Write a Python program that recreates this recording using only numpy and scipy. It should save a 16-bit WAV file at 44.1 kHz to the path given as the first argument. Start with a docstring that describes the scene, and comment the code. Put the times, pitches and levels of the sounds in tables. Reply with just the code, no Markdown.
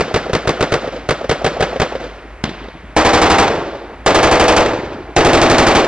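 """Gunfire in a walled street

A small camera's microphone hears single uneven rifle shots, one shot of a second weapon, then three
bursts of a near machine gun. Each shot is pressure jumps, then thuds, scattered noise and cracks along
wall paths, then decaying street noise. Filtered noise is distant traffic, a wavering tone an idling engine.
The camera overloads: its input clips, a limiter pulls the level down, and hiss lies over both channels."""
import sys
import numpy as np
from scipy import signal
from scipy.fft import rfft, irfft, next_fast_len
from scipy.io import wavfile
from scipy.ndimage import uniform_filter1d

SR = 44100
rng = np.random.default_rng(int(sys.argv[2]) if len(sys.argv) > 2 else 0)


def volts(x):
    """Linear amplitude factor 10**(x/20) for a level x in dB, scalar or array-like."""
    e = np.asarray(x, float) / 20
    return 10 ** e


def pcm_store(signal):
    """Save signal as 16-bit PCM."""
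    levels = np.round(np.clip(np.atleast_2d(signal), -1, 1) * 32767)
    wavfile.write(sys.argv[1], SR, levels.astype(np.int16).T)


N = 259041
LENGTH = 60000  # samples made for each shot


def evened(x):
    """Scales to rms 1."""
    return x / np.sqrt(np.mean(x ** 2) + 1e-20)


def read(points, hz):
    """Reads a table on a log-frequency axis."""
    f, value = np.transpose(points)
    return np.interp(np.log(hz + 1), np.log(f + 1), value)


def coloured(x, points, lag=0):
    """Filters by a spectrum, with an optional lag in samples."""
    hz = np.fft.rfftfreq(x.shape[-1], 1 / SR)
    delay = np.exp(-2j * np.pi * hz * lag / SR)
    return irfft(rfft(x) * volts(read(points, hz)) * delay, x.shape[-1])


def add(mix, events, sounds):
    """Places sounds at their times and levels; the mix starts one second early."""
    for (start_s, db), sound in zip(events, sounds):
        part = mix[round((start_s + 1) * SR):][:len(sound)]
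        part += volts(db) * sound[:len(part)]


# Rifle, single shots: t/s, level/dB
RIFLE_SHOTS = [(-.16, 1), (-.0105, -2.5), (.142, -0.5), (0.3322, -1.5), (0.4739, -1), (0.608, -1.5),
               (0.7213, -1), (1.0897, -1.5), (1.2946, -1), (1.445, -0.5), (1.6066, -0.5), (1.799, -0.5)]
# Rifle pressure jumps, each a push and a longer pull: delay t/s, level/dB, push t/s
RIFLE_BLASTS = [(0, 6, 0.00094), (.0015, 15.5, 0.0011), (0.018, 9, 0.00063), (.02, 12, 0.0013)]
# Rifle, direct sound and wall echoes: delay t/s, thud level/dB, thud f/Hz, t60/s, scatter level/dB
RIFLE_PATHS = [(0, -8.5, 638, 0.038, -2), (.0045, -19, 538, 0.048, -11), (.0175, 6, 444, 0.034, 6),
               (.004, -17, 85, 0.047, -25.5), (0.02, -0.5, 156, 0.056, -23.5),
               (0.031, -22.5, 387, 0.11, -16), (.121, -8, 700, 0.029, -29), (.125, -3.5, 476, 0.016, -24),
               (.153, -3.5, 528, 0.046, -18.5), (.157, -5.5, 445, 0.019, -25.5),
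               (.2, -34, 540, 0.61, -28.5), (.24, -11.5, 498, 0.055, -24)]
# Rifle blast scattered off walls and cars: f/Hz, level/dB per Hz
RIFLE_SCATTER = [(47, -41), (80, -16), (345, -8), (522, -5.5), (756, -7), (948, -15), (1320, -12),
                 (2070, -17), (5570, -30), (11000, -46.5), (14300, -77), (22000, -120)]


def rifle(mix):
    """Uneven single shots, thrown back by the walls along the same paths each time."""
    cracks = (-9, -17.5, 170)  # direct level/dB, echo level at zero delay/dB, loss in dB per s of delay
    heard = shots(len(RIFLE_SHOTS), RIFLE_BLASTS, RIFLE_PATHS, cracks, RIFLE_SCATTER,
                  tail_db=-17.0, likeness=0.836, rise_s=0.014)
    add(mix, RIFLE_SHOTS, heard)


# Second weapon, its lone shot: t/s, level/dB
LONE_SHOT = [(2.4396, 1)]
# Its pressure jump, a push and a longer pull: delay t/s, level/dB, push t/s
LONE_BLASTS = [(0, 10.6, 0.0009)]
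# Its direct sound and wall echoes: delay t/s, thud level/dB, thud f/Hz, t60/s, scatter level/dB
LONE_PATHS = [(0, -8.5, 230, 0.025, -6), (0.013, -14, 228, 0.057, -19), (0.052, -18, 320, 0.038, -21),
              (.2, -22, 420, .04, -30), (.245, -15, 507, 0.023, -28)]
# Its blast scattered off walls and cars: f/Hz, level/dB per Hz
LONE_SCATTER = [(47, -52), (80, -18), (220, -7), (442, -10), (615, -9.5), (948, -13.5), (3540, -20),
                (11000, -51), (14300, -86), (22000, -120)]


def second_weapon(mix):
    """One shot with a single pressure jump and its own wall echoes."""
    cracks = (-5.5, -22, 110)  # direct level/dB, echo level at zero delay/dB, loss in dB per s of delay
    heard = shots(1, LONE_BLASTS, LONE_PATHS, cracks, LONE_SCATTER,
                  tail_db=-23, likeness=0, rise_s=0.0035)
    add(mix, LONE_SHOT, heard)


# Near machine gun, bursts: first round t/s, level/dB, bass level/dB at 110 Hz, body level/dB at 310 Hz
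BURSTS = [(2.9649, -0.13, -3.5, 1.5), (4.0621, -0.26, 2, 1), (5.1641, 0.5, -0.5, 4)]
# Rounds in each burst: count
ROUNDS = [6, 7, 8]
# Machine gun pressure jumps, each a push and a longer pull: delay t/s, level/dB, push t/s
GUN_BLASTS = [(0, 11.4, 0.0013), (0.018, 2.3, 0.0059)]
# Machine gun, direct sound and wall echoes: delay t/s, thud level/dB, thud f/Hz, t60/s, scatter level/dB
GUN_PATHS = [(0, 9, 793.6, 0.036, 8.5), (.002, 0, 70, 0.13, 6.5), (.016, 0, 312.2, 0.097, 0.5),
             (.028, 0, 782, 0.025, -23), (.042, -9, 798, 0.13, -4), (0.096, -16, 524, 0.033, -1),
             (0.117, -12.5, 469, 0.26, -17), (.17, -5.5, 500, 0.075, -19.5),
             (0.233, -30, 470, 0.032, -24.5), (0.292, -14, 348, 0.078, -35), (.365, -17, 559, 0.099, -29.5)]
# Machine gun blast scattered off walls and cars: f/Hz, level/dB per Hz
GUN_SCATTER = [(47, -18), (80, -6.5), (168, -12.5), (383, -3.5), (615, -3), (968, -9), (1240, -10),
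               (1430, -10.5), (2650, -18), (5130, -26), (7290, -31.5), (11000, -51), (14300, -102),
               (22000, -120)]


def machine_gun(mix):
    """Bursts of evenly spaced rounds, each burst with its own balance of bass and body."""
    round_s, bright_db = 0.0836, 2.5  # time between rounds, lift at 850 Hz
    early = 400  # samples of room for the filter's ringing ahead of the shot, then cut
    cracks = (2.3, -24, 85)  # direct level/dB, echo level at zero delay/dB, loss in dB per s of delay
    for (first_s, db, bass_db, body_db), count in zip(BURSTS, ROUNDS):
        heard = shots(count, GUN_BLASTS, GUN_PATHS, cracks, GUN_SCATTER,
                      tail_db=-10.5, likeness=0.881, rise_s=0.059)
        shade = [(110, bass_db), (200, 0), (310, body_db), (520, 0.03), (850, bright_db), (1400, 0.015)]
        heard = coloured(heard, shade, lag=early)[:, early:]
        times = first_s + round_s * np.arange(count)
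        add(mix, [(start_s, db) for start_s in times], heard)


def shots(count, blasts, paths, cracks, colour, tail_db, likeness, rise_s):
    """Pressure jumps, then a thud, scattered blast and crack on each path, then the street's tail."""
    scatter = evened(coloured(drifting_noise(count, likeness), colour))
    crack = sharp_fronts(count, likeness)
    out = pressure_jumps(blasts) + np.zeros((count, 1))
    add_paths(out, paths, cracks, scatter, crack)
    t = np.arange(LENGTH) / SR
    return out + volts(tail_db) * street_tail(scatter) * (1 - np.exp(-t / rise_s))


def drifting_noise(count, likeness):
    """One noise a shot, each much like the one before: the street stays, air and camera shift."""
    noise = rng.standard_normal((count, LENGTH))
    for k in range(1, count):
        noise[k] = likeness * noise[k - 1] + np.sqrt(1 - likeness ** 2) * noise[k]
    return noise


def pressure_jumps(blasts):
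    """Each blast jumps up at once, decays through zero and pulls for longer than it pushed."""
    t = np.arange(LENGTH) / SR
    wave = np.zeros(LENGTH)
    for delay, db, push_s in blasts:
        u = np.maximum(t - delay, 0) / push_s
        wave += volts(db) * (1 - u) * np.exp(-u) * (t >= delay)
    return wave


# Sharp front of the blast: f/Hz, level/dB per Hz
CRACK = [(300, -17), (1500, -13.5), (4000, 5.5), (7000, -4), (11000, -34)]


def sharp_fronts(count, likeness):
    """Bright noise of uneven grain, as a few surfaces glint much louder than the rest."""
    facets = volts(3.0 * np.minimum(rng.exponential(1, LENGTH), 5))
    crack = evened(coloured(facets * drifting_noise(count, likeness * 0.98), CRACK))
    return crack * volts(1.5 * rng.standard_normal((count, 1)))  # rounds differ in sharpness


def add_paths(out, paths, cracks, scatter, crack):
    """Each path brings a ringing thud, scatter and a crack; echoed cracks weaken with the detour."""
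    t = np.arange(LENGTH) / SR
    direct_db, echo_db, loss_db_per_s = cracks
    for k, (delay, thud_db, thud_hz, t60, scatter_db) in enumerate(paths):
        crack_db = echo_db - loss_db_per_s * delay if k else direct_db
        at = round(max(delay, 0) * SR)
        u = t[:min(round(1.5 * t60 * SR), LENGTH - at)]
        onset = 1 - np.exp(-u / (0.00013 + 0.0041 * max(delay, 0)))  # far echoes start softly
        fade = volts(-60 * u / t60) * onset
        span = slice(at, at + len(u))
        thud = volts(thud_db) * np.sin(2 * np.pi * thud_hz * u)
        scattered = volts(scatter_db) * scatter[:, span]
        sharp = volts(crack_db) * fade ** 1.18 * crack[:, span]  # the crack is gone first
        out[:, span] += fade * (thud + scattered + sharp)


# Reverberation of the street: f/Hz, t60/s
STREET = [(60, 1.17), (250, 1.56), (600, 1.22), (1500, 1.18), (4000, 1.165), (8000, 0.79)]


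def street_tail(scatter):
    """The scattered blast dies away between the houses, which return it unevenly."""
    hz, frames, z = signal.stft(scatter, SR, nperseg=512)
    lumps = uniform_filter1d(rng.standard_normal(z.shape[1:]), size=12, axis=0)
    lumps = evened(uniform_filter1d(lumps, size=3, axis=1))
    lumps_db = lumps * read([(700, 4), (2500, 1.5)], hz)[:, None]  # the treble comes back more evenly
    decay_db = -60 * frames / read(STREET, hz)[:, None]
    return signal.istft(z * volts(lumps_db + decay_db), SR, nperseg=512)[1][:, :LENGTH]


def idling_engine():
    """The firing tone of an idling engine, wavering in pitch and level."""
    wander = uniform_filter1d(rng.standard_normal((2, N)), size=3000)
    wander = evened(uniform_filter1d(wander, size=3000))
    firing_hz = 50.7 * (1 + 0.032 * wander[0])
    tone = np.sqrt(2) * np.sin(2 * np.pi * np.cumsum(firing_hz) / SR)
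    return volts(-36.5 + 1.5 * wander[1]) * tone


# Distant traffic, relative spectrum: f/Hz, level/dB per Hz
TRAFFIC = [(25, -34), (50, 2.5), (90, -10.5), (250, -26), (600, -18.5), (1250, -19), (2200, -21),
           (4000, -39), (7000, -45), (11000, -57)]


def distant_traffic():
    """Steady noise with the spectrum of far-off traffic, at -35.5 dB rms."""
    return volts(-35.5) * evened(coloured(rng.standard_normal(N), TRAFFIC))


def scene():
    """All weapons over the engine and traffic, at one microphone."""
    mix = np.zeros(N + SR)
    rifle(mix)
    second_weapon(mix)
    machine_gun(mix)
    return np.tile(mix[SR:] + idling_engine() + distant_traffic(), (2, 1))


def overloaded(x):
    """The input clips, then a limiter pulls the level down and lets go slowly."""
    clipped = np.clip(x, -0.8, 0.8)
    over_db = np.maximum(20 * np.log10(abs(clipped) + 1e-9) + 5.43, 0)
    recovery = np.arange(N) * 7.0 / SR  # 7 dB a second
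    held_db = np.maximum.accumulate(over_db + recovery) - recovery
    r = np.exp(-1 / (0.0022 * SR))  # it takes hold within milliseconds
    return clipped / volts(signal.lfilter([1 - r], [1, -r], held_db))


# Noise that follows the sound, opposite in left and right: f/Hz, level/dB relative to the sound
FOLLOWING_NOISE = [(25, -15.5), (125, -24), (500, -20.5), (2000, -20), (8000, -7)]


def following_noise(x):
    """Faint noise that follows the sound's spectrum from moment to moment, made by random phases."""
    hz, _, z = signal.stft(x, SR, nperseg=512, noverlap=384)
    z = z * volts(read(FOLLOWING_NOISE, hz))[:, None] * np.exp(2j * np.pi * rng.random(z.shape))
    return signal.istft(z, SR, nperseg=512, noverlap=384)[1][:len(x)]


# Frequency response of the camera: f/Hz, level/dB
CAMERA = [(60, -2), (4000, -1.5), (7000, -1.5), (9500, -3.5), (11000, -11.5), (11700, -31), (12300, -80),
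          (13000, -88)]


def camera_pair(x):
    """Sound plus opposite noise in left and right, in the camera's response; the left lags a little."""
    padded = np.pad(x, (0, next_fast_len(N + 2000) - N))
    noise = following_noise(padded)
    left = coloured(padded + noise, CAMERA, lag=2.074)
    right = coloured(padded - noise, CAMERA)
    return np.array([left, right])[:, :N]


# Hiss of the camera's electronics, relative spectrum: f/Hz, level/dB per Hz
HISS = [(5000, -20), (8000, -2), (10000, -0.5), (11200, 0), (11700, -43.5)]


def camera_hiss():
    """The electronics' own hiss, separate in each channel, at -71.5 dB rms."""
    return volts(-71.5) * evened(coloured(rng.standard_normal((2, N)), HISS))


def low_pass(x):
    """Removes everything above the highest recorded frequency."""
    return signal.sosfilt(signal.butter(12, 11810, fs=SR, output="sos"), x)


def record(dry):
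    """The small camera overloads, makes two channels of the sound and adds its hiss."""
    finished = camera_pair(overloaded(dry[0])) + camera_hiss()
    return low_pass(finished)


dry = scene()
out = record(dry)
pcm_store(out)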